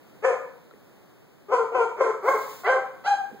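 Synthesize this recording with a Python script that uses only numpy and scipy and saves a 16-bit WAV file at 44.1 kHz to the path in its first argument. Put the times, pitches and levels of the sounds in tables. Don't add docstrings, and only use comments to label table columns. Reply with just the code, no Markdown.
import sys
import numpy as np
from scipy import signal
from scipy.fft import rfft, irfft, next_fast_len
from scipy.io import wavfile
from scipy.ndimage import uniform_filter1d

SR = 44100
rng = np.random.default_rng(int(sys.argv[2]) if len(sys.argv) > 2 else 0)


def log_audio(samples):
    frames = np.atleast_2d(samples).T
    limited = np.clip(frames, -1, 1)
    pcm = np.round(limited * 32767).astype(np.int16)
    wavfile.write(sys.argv[1], SR, pcm)


N = 149940
EDGE_HZ = 15780


def gain_of(db):
    return 10 ** (np.asarray(db) / 20)


def evened(x):
    return x / np.sqrt(np.mean(x ** 2) + 1e-20)


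def read(points, hz):
    f, value = np.transpose(points)
    return np.interp(np.log(hz + 1), np.log(f + 1), value)


def coloured(x, points):
    size = next_fast_len(x.shape[-1] + 2048)
    gain = gain_of(read(points, np.fft.rfftfreq(size, 1 / SR)))
    return irfft(rfft(x, size) * gain, size)[..., :x.shape[-1]]


def lagged(x, lag_s):
    hz = np.fft.rfftfreq(len(x), 1 / SR)
    return irfft(rfft(x) * np.exp(-2j * np.pi * hz * lag_s), len(x))


def curve(points):
    return gain_of(np.interp(np.arange(N) / SR, *np.transpose(points)))


def room_tone():
    # f/Hz, density/(dB per Hz) before the level drift
    floor_same = [(40, -88.5), (80, -88.5), (130, -79), (200, -80.5), (350, -83.5), (550, -88.5),
                  (900, -95.5), (1700, -100.8), (2300, -104.4), (3400, -108.5), (4800, -111.3),
                  (7500, -115.0), (10300, -117.5), (13000, -114.2), (15400, -111.4)]
    floor_opposed = [(40, -101.1), (80, -93.5), (130, -88), (200, -90.5), (350, -89), (550, -92),
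                     (900, -100.1), (1700, -99.9), (2300, -104.0), (3400, -108.7), (4800, -111.8),
                     (7500, -115.5), (10300, -117.4), (13000, -112.1), (15400, -115.8)]
    # t/s, level/dB
    floor_drift = [(0, 0.5), (.1, 1.5), (.7, -0.7), (.95, 0.5), (1.3, -1.3), (3.4, 1.9)]
    a, b = rng.standard_normal((2, N)) * np.sqrt(SR / 2) * curve(floor_drift)
    same, opposed = coloured(a, floor_same), coloured(b, floor_opposed)
    return np.array([same + opposed, same - opposed])


def bark(rows, mouth_size, closing_db, peak_hz, peak_db, thin_db, vowel_db):
    # f/Hz, level/dB
    throat_common = [(200, -85), (300, -11), (400, 5), (500, -0.5), (650, -0.5), (1000, -8.5),
                     (1400, -10.5), (1800, -23.5), (2200, -17), (2700, -36.5), (3200, -28), (3700, -35.5),
                     (5500, -41.5), (8300, -53), (16000, -62.5)]
    vowel_hz = [380, 520, 780, 1050, 1450, 1900, 2600, 3600, 6500]
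    jitter, jitter_s, puff_share = .006, .006, .6
    thin_s, thin_hz = 0.046, 850
    peak_width_oct, puff_tilt_db_per_oct = 0.043, -4

    s, *cols = np.transpose(rows)
    start = round(s.min() * SR)
    t = np.arange(N)[start:][:SR // 4] / SR
    hz, level_db, sub, rough = (np.interp(t, s, c) for c in cols)
    rough = np.clip(rough, 0, 1)

    wander_noise, puff_noise = rng.standard_normal((2, len(t)))
    wander = evened(uniform_filter1d(wander_noise, round(jitter_s * SR)))
    hz = hz * (1 + jitter * (1 + 4.04 * rough) * wander)
    turns = np.cumsum(hz) / SR

    f = np.geomspace(100, 20000, num=160)
    colour_db = read(throat_common, f / mouth_size) + read(np.c_[vowel_hz, vowel_db], f)
    resonance_db = peak_db * np.exp(-(np.log2(f / peak_hz) / peak_width_oct) ** 2)
    throat = np.c_[f, colour_db + resonance_db]

    k = np.arange(1, 41)[:, None] / 2
    onset_thinning = thin_db * np.clip(1 - (t - t[0]) / thin_s, 0, 1) ** .5
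    thin = onset_thinning / (1 + (k * hz / thin_hz) ** 6)
    closing = closing_db * (t - s.mean()) * np.log2(k)
    partials = gain_of(thin + read(throat, k * hz) + closing)
    partials = partials * np.where(k % 1, sub, 1) * (k * hz < EDGE_HZ)
    folds = (partials * np.cos(2 * np.pi * k * turns + 1.3 * k ** 2)).sum(0)

    octaves = np.log2(np.maximum(f, 500) / 500)
    puff_colour = throat + np.outer(puff_tilt_db_per_oct * octaves, [0, 1])
    puffs = coloured((0.9 + np.exp(-(turns % 1) / 1.2)) * puff_noise, puff_colour)

    fade = np.clip((s.max() - t) / 0.005, 0, 1) * np.clip((t - t[0]) / 0.0048, 0, 1)
    voice = np.sqrt(1 - rough ** 2) * evened(folds) + puff_share * rough * evened(puffs)
    out = np.zeros(N)
    out[start:][:len(t)] = fade * gain_of(level_db) * voice
    return out


def tail(x):
    # f/Hz, t60/s
    room_decay = [(250, 0.77), (500, 0.49), (1000, 0.57), (2000, 0.56), (4000, 0.44), (8000, 0.46),
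                  (14000, 0.034)]
    taps = np.zeros(SR)
    at = np.arange(200, SR - 20, 20)
    taps[at + rng.integers(0, 20, len(at))] = rng.choice([-1., 1.], len(at))
    hz, t, z = signal.stft(taps, SR, nperseg=256)
    decay = gain_of(-60 * t / read(room_decay, hz)[:, None])
    ring = signal.istft(z * decay, SR, nperseg=256)[1]
    ring = ring / np.linalg.norm(ring)
    return signal.fftconvolve(x.T, ring.reshape((-1, 1)[:x.ndim]), axes=0)[:N].T


def far_dog():
    # t/s, pitch f/Hz, level/dB, half-order weight/(0-1), roughness/(0-1)
    bark_rows = [
        [(.22, 392, -37, 0.2, 0.16), (.238, 430.5, -21, 0.4, 0.4), (.25, 501.8, -10, 0.98, 0.25),
         (.268, 539.4, -22, 1, 0.23), (.29, 502.4, -16, 0.74, 0.42), (.315, 470.3, -19, 0.6, 0.65),
         (.35, 476, -25.5, 0.8, 0.77)],
        [(1.482, 392, -37.5, 0.1, 0.64), (1.512, 420.4, -27.5, 0.5, 0.65), (1.525, 513.2, -15.5, 0.6, 0.38),
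         (1.54, 510.2, -14, 0.78, 0.44), (1.555, 481, -15.5, 0, 0.25), (1.575, 469.5, -32, 0.31, 0.1),
         (1.595, 461, -20, 0.24, 0.04), (1.645, 447.2, -26, 0, 0.3)],
        [(1.718, 443.6, -26, 0.55, 0.4), (1.742, 472, -25, 0, 0.4), (1.752, 527, -13.5, 0.47, 0.48),
         (1.775, 495.8, -19, 0.36, 0.31), (1.81, 462.6, -17, 0.13, 0.2), (1.85, 457.6, -25, 0.04, 0.4)],
        [(1.965, 361, -35.5, 0.9, 0.54), (2.001, 471, -26, 1, 0.46), (2.01, 531.3, -11, 0.6, 0.54),
         (2.035, 508, -21, 0, 0.51), (2.055, 463.4, -19, 0.6, 0.42), (2.08, 443.2, -26, 0.4, 0.65),
         (2.11, 425.5, -23, 0.2, 0)],
        [(2.225, 363, -35.5, 0.08, 0.42), (2.26, 452.2, -22.5, 0.6, 0.67), (2.272, 503.1, -21.5, 0.1, 0),
         (2.287, 536.9, -8, 0.03, 0.44), (2.31, 519.5, -27.5, 0.6, 0.46), (2.34, 484.2, -23.5, 0, 0.7),
         (2.375, 402, -25, 0.88, 0.65)],
        [(2.632, 358.6, -36, 0, 0.59), (2.65, 370.4, -32, 0, 0.59), (2.668, 396.4, -27, 1, 0.47),
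         (2.682, 472.7, -21, 0.56, .15), (2.7, 518.3, -13, 0, 0.15), (2.73, 528.2, -22, 0.56, 0.42),
         (2.76, 524, -21.5, 0.31, 0.42), (2.79, 527.4, -25, 1, 0.6)],
        [(2.643, 657, -38, .05, 0.43), (2.652, 659.5, -32.5, .05, 0.07), (2.664, 681, -25, 0.5, .1),
         (2.68, 779.4, -25.5, .05, 0), (2.71, 792, -29.5, .05, 0), (2.745, 771.5, -37, 0.3, .2)],
        [(3.037, 612, -40.5, 0.5, 0.77), (3.056, 668, -24, 0, 0.65), (3.066, 773, -21.5, 0.27, 0.21),
         (3.08, 832.3, -17, 0, 0.1), (3.095, 814.7, -26, 0.2, 0.25), (3.12, 815, -20.5, 0.07, 0.08),
         (3.14, 783, -21, 0, 0.14), (3.16, 794, -44, 0.25, 0.42)],
    ]
    # size factor, tilt drift/(dB per octave per s), resonance f/Hz,
    # resonance level/dB, onset thinning of the lows/dB, lag at the right port/ms
    mouth_rows = [(1.012, -23.5, 1740, 22.5, -10.5, 0.14), (0.987, -17, 4620, 6, -7, 0.12),
                  (0.991, 10.5, 1330, 2.5, -3.5, 0.14), (1.01, -3, 1275, -0.5, -9.5, 0.11),
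                  (1.01, -6.5, 2100, 4, -2, .06), (1.012, -18, 1100, 18.5, -9, 0.062),
                  (1.301, -21, 3210, 10, -16.5, 0.053), (1.3, -44, 6620, 7.5, -25, 0.066)]
    vowel_rows = [(1.1, 13.4, -1.5, 3, 0, -1.4, 14.6, -6.5, 10),
                  (0.102, 0.073, -6, 0.5, -3, -13, 4.1, -10.5, 2.5),
                  (.1, .1, 0.5, -1.5, -3, -13, 10, -12.5, 1), (.1, 0.095, -8.5, -1, -3.1, -3, 2, -8, 5),
                  (.1, .1, -0.2, 2.5, 0.5, 2, 5.6, -10.5, 8), (.1, 0.08, 6.5, -6.6, 5, 0.5, 3, -7.5, 4.5),
                  (0.101, 0.13, 1.5, 10, 3, 14, 13.7, 5, 1.5), (.1, 0.12, 15, 6.5, 11.5, 6, 16, 17, 15)]
    # f/Hz, level/dB
    right_shade = [(300, -2.5), (2000, 5.5), (2700, -2.3), (3300, 0), (6000, -2.7)]
    # f/Hz, level/dB
    far_loss = [(100, -0.88), (8400, -2), (9600, -8), (16000, -25)]
    # f/Hz, level/dB, t60/s
    mode_rows = [(468, -7.5, 0.2), (484.5, -18, 0.097)]
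    # f/Hz, level/dB
    aimed_share = [(200, 2.84), (1500, -5), (3000, -4.5), (6000, -2), (16000, -25)]
    # f/Hz, level/dB
    scatter_share = [(200, -9), (500, -11.5), (1000, 1), (2000, -2.5), (4000, 0.5), (16000, 19.5)]
    direct_db, tail_db, scatter_db = 0, -8.5, -7

    barks = np.zeros((2, N))
    for rows, (*mouth, lag_ms), vowel_db in zip(bark_rows, mouth_rows, vowel_rows):
        voice = bark(rows, *mouth, vowel_db)
        barks += [voice, coloured(lagged(voice, lag_ms / 1000), right_shade)]
    barks = coloured(barks, far_loss)

    t = np.arange(SR // 2) / SR
    modes = np.zeros(len(t))
    for hz, db, t60_s in mode_rows:
        unit_peak = 2 * np.log(1000) / t60_s / SR
        modes += gain_of(db - 60 * t / t60_s) * np.sin(2 * np.pi * hz * t) * unit_peak

    aimed = gain_of(direct_db) * barks + gain_of(tail_db) * tail(barks)
    aimed += signal.fftconvolve(barks, modes[None])[:, :N]
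    scattered = np.array([tail(barks[0]), tail(barks[1])])
    return coloured(aimed, aimed_share) + gain_of(scatter_db) * coloured(scattered, scatter_share)


def knocks():
    # t/s, level before decay/dB, ring f/Hz, t60/s
    knock_rows = [(0.7105, -44, 1355, 0.023), (.711, -51, 3950, 0.03), (.711, -42, 560, .025),
                  (0.737, -47, 1900, 0.012), (.737, -38, 420, 0.03), (.746, -36, 260, .025),
                  (3.314, -33.5, 458, 0.023), (3.324, -30.5, 228, 0.062), (3.333, -38, 350, 0.028),
                  (3.344, -31, 427, 0.029)]
    tail_db, left_lag_s = -15.5, 0.00014
    out, t = np.zeros(N), np.arange(SR // 10) / SR
    for s, db, hz, t60_s in knock_rows:
        attack = np.minimum(t * hz, 1)
        ring = gain_of(db - 60 * t / t60_s) * attack * np.sin(2 * np.pi * hz * t)
        part = out[round(s * SR):][:len(t)]
        part += ring[:len(part)]
    out += gain_of(tail_db) * tail(out)
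    return np.array([lagged(out, left_lag_s), out])


def snort():
    # t/s, level/dB before the common lift
    snort_level = [(2.202, -85), (2.235, -61), (2.28, -50.5), (2.402, -50), (2.51, -48), (2.62, -53.5),
                   (2.66, -57.5), (2.74, -76)]
    # f/Hz, level/dB
    snort_colour = [(500, -5), (1500, -4), (3400, -7), (4800, -7.5), (7500, -8), (10300, -15.5),
                    (13000, -11), (15400, -4)]
    lift_db, flutter_db_rms, flutter_samples = 2.5, 1.2, 900
    air = evened(coloured(rng.standard_normal((2, N)), snort_colour))
    slow = evened(uniform_filter1d(rng.standard_normal(N), flutter_samples))
    flutter = gain_of(flutter_db_rms * slow)
    swell = curve([(0, -120)] + snort_level + [(N / SR, -150)])
    return gain_of(lift_db) * swell * flutter * air


def scene():
    return room_tone() + far_dog() + knocks() + snort()


def record(dry):
    port_lag_samples = 16
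    late = np.pad(dry[::-1], ((0, 0), (port_lag_samples, 0)))[:, :N]
    lowpass = signal.firwin(1023, EDGE_HZ, window=("kaiser", 9), fs=SR)
    return signal.oaconvolve(dry - late, lowpass[None], "same")


dry = scene()
out = record(dry)
log_audio(out)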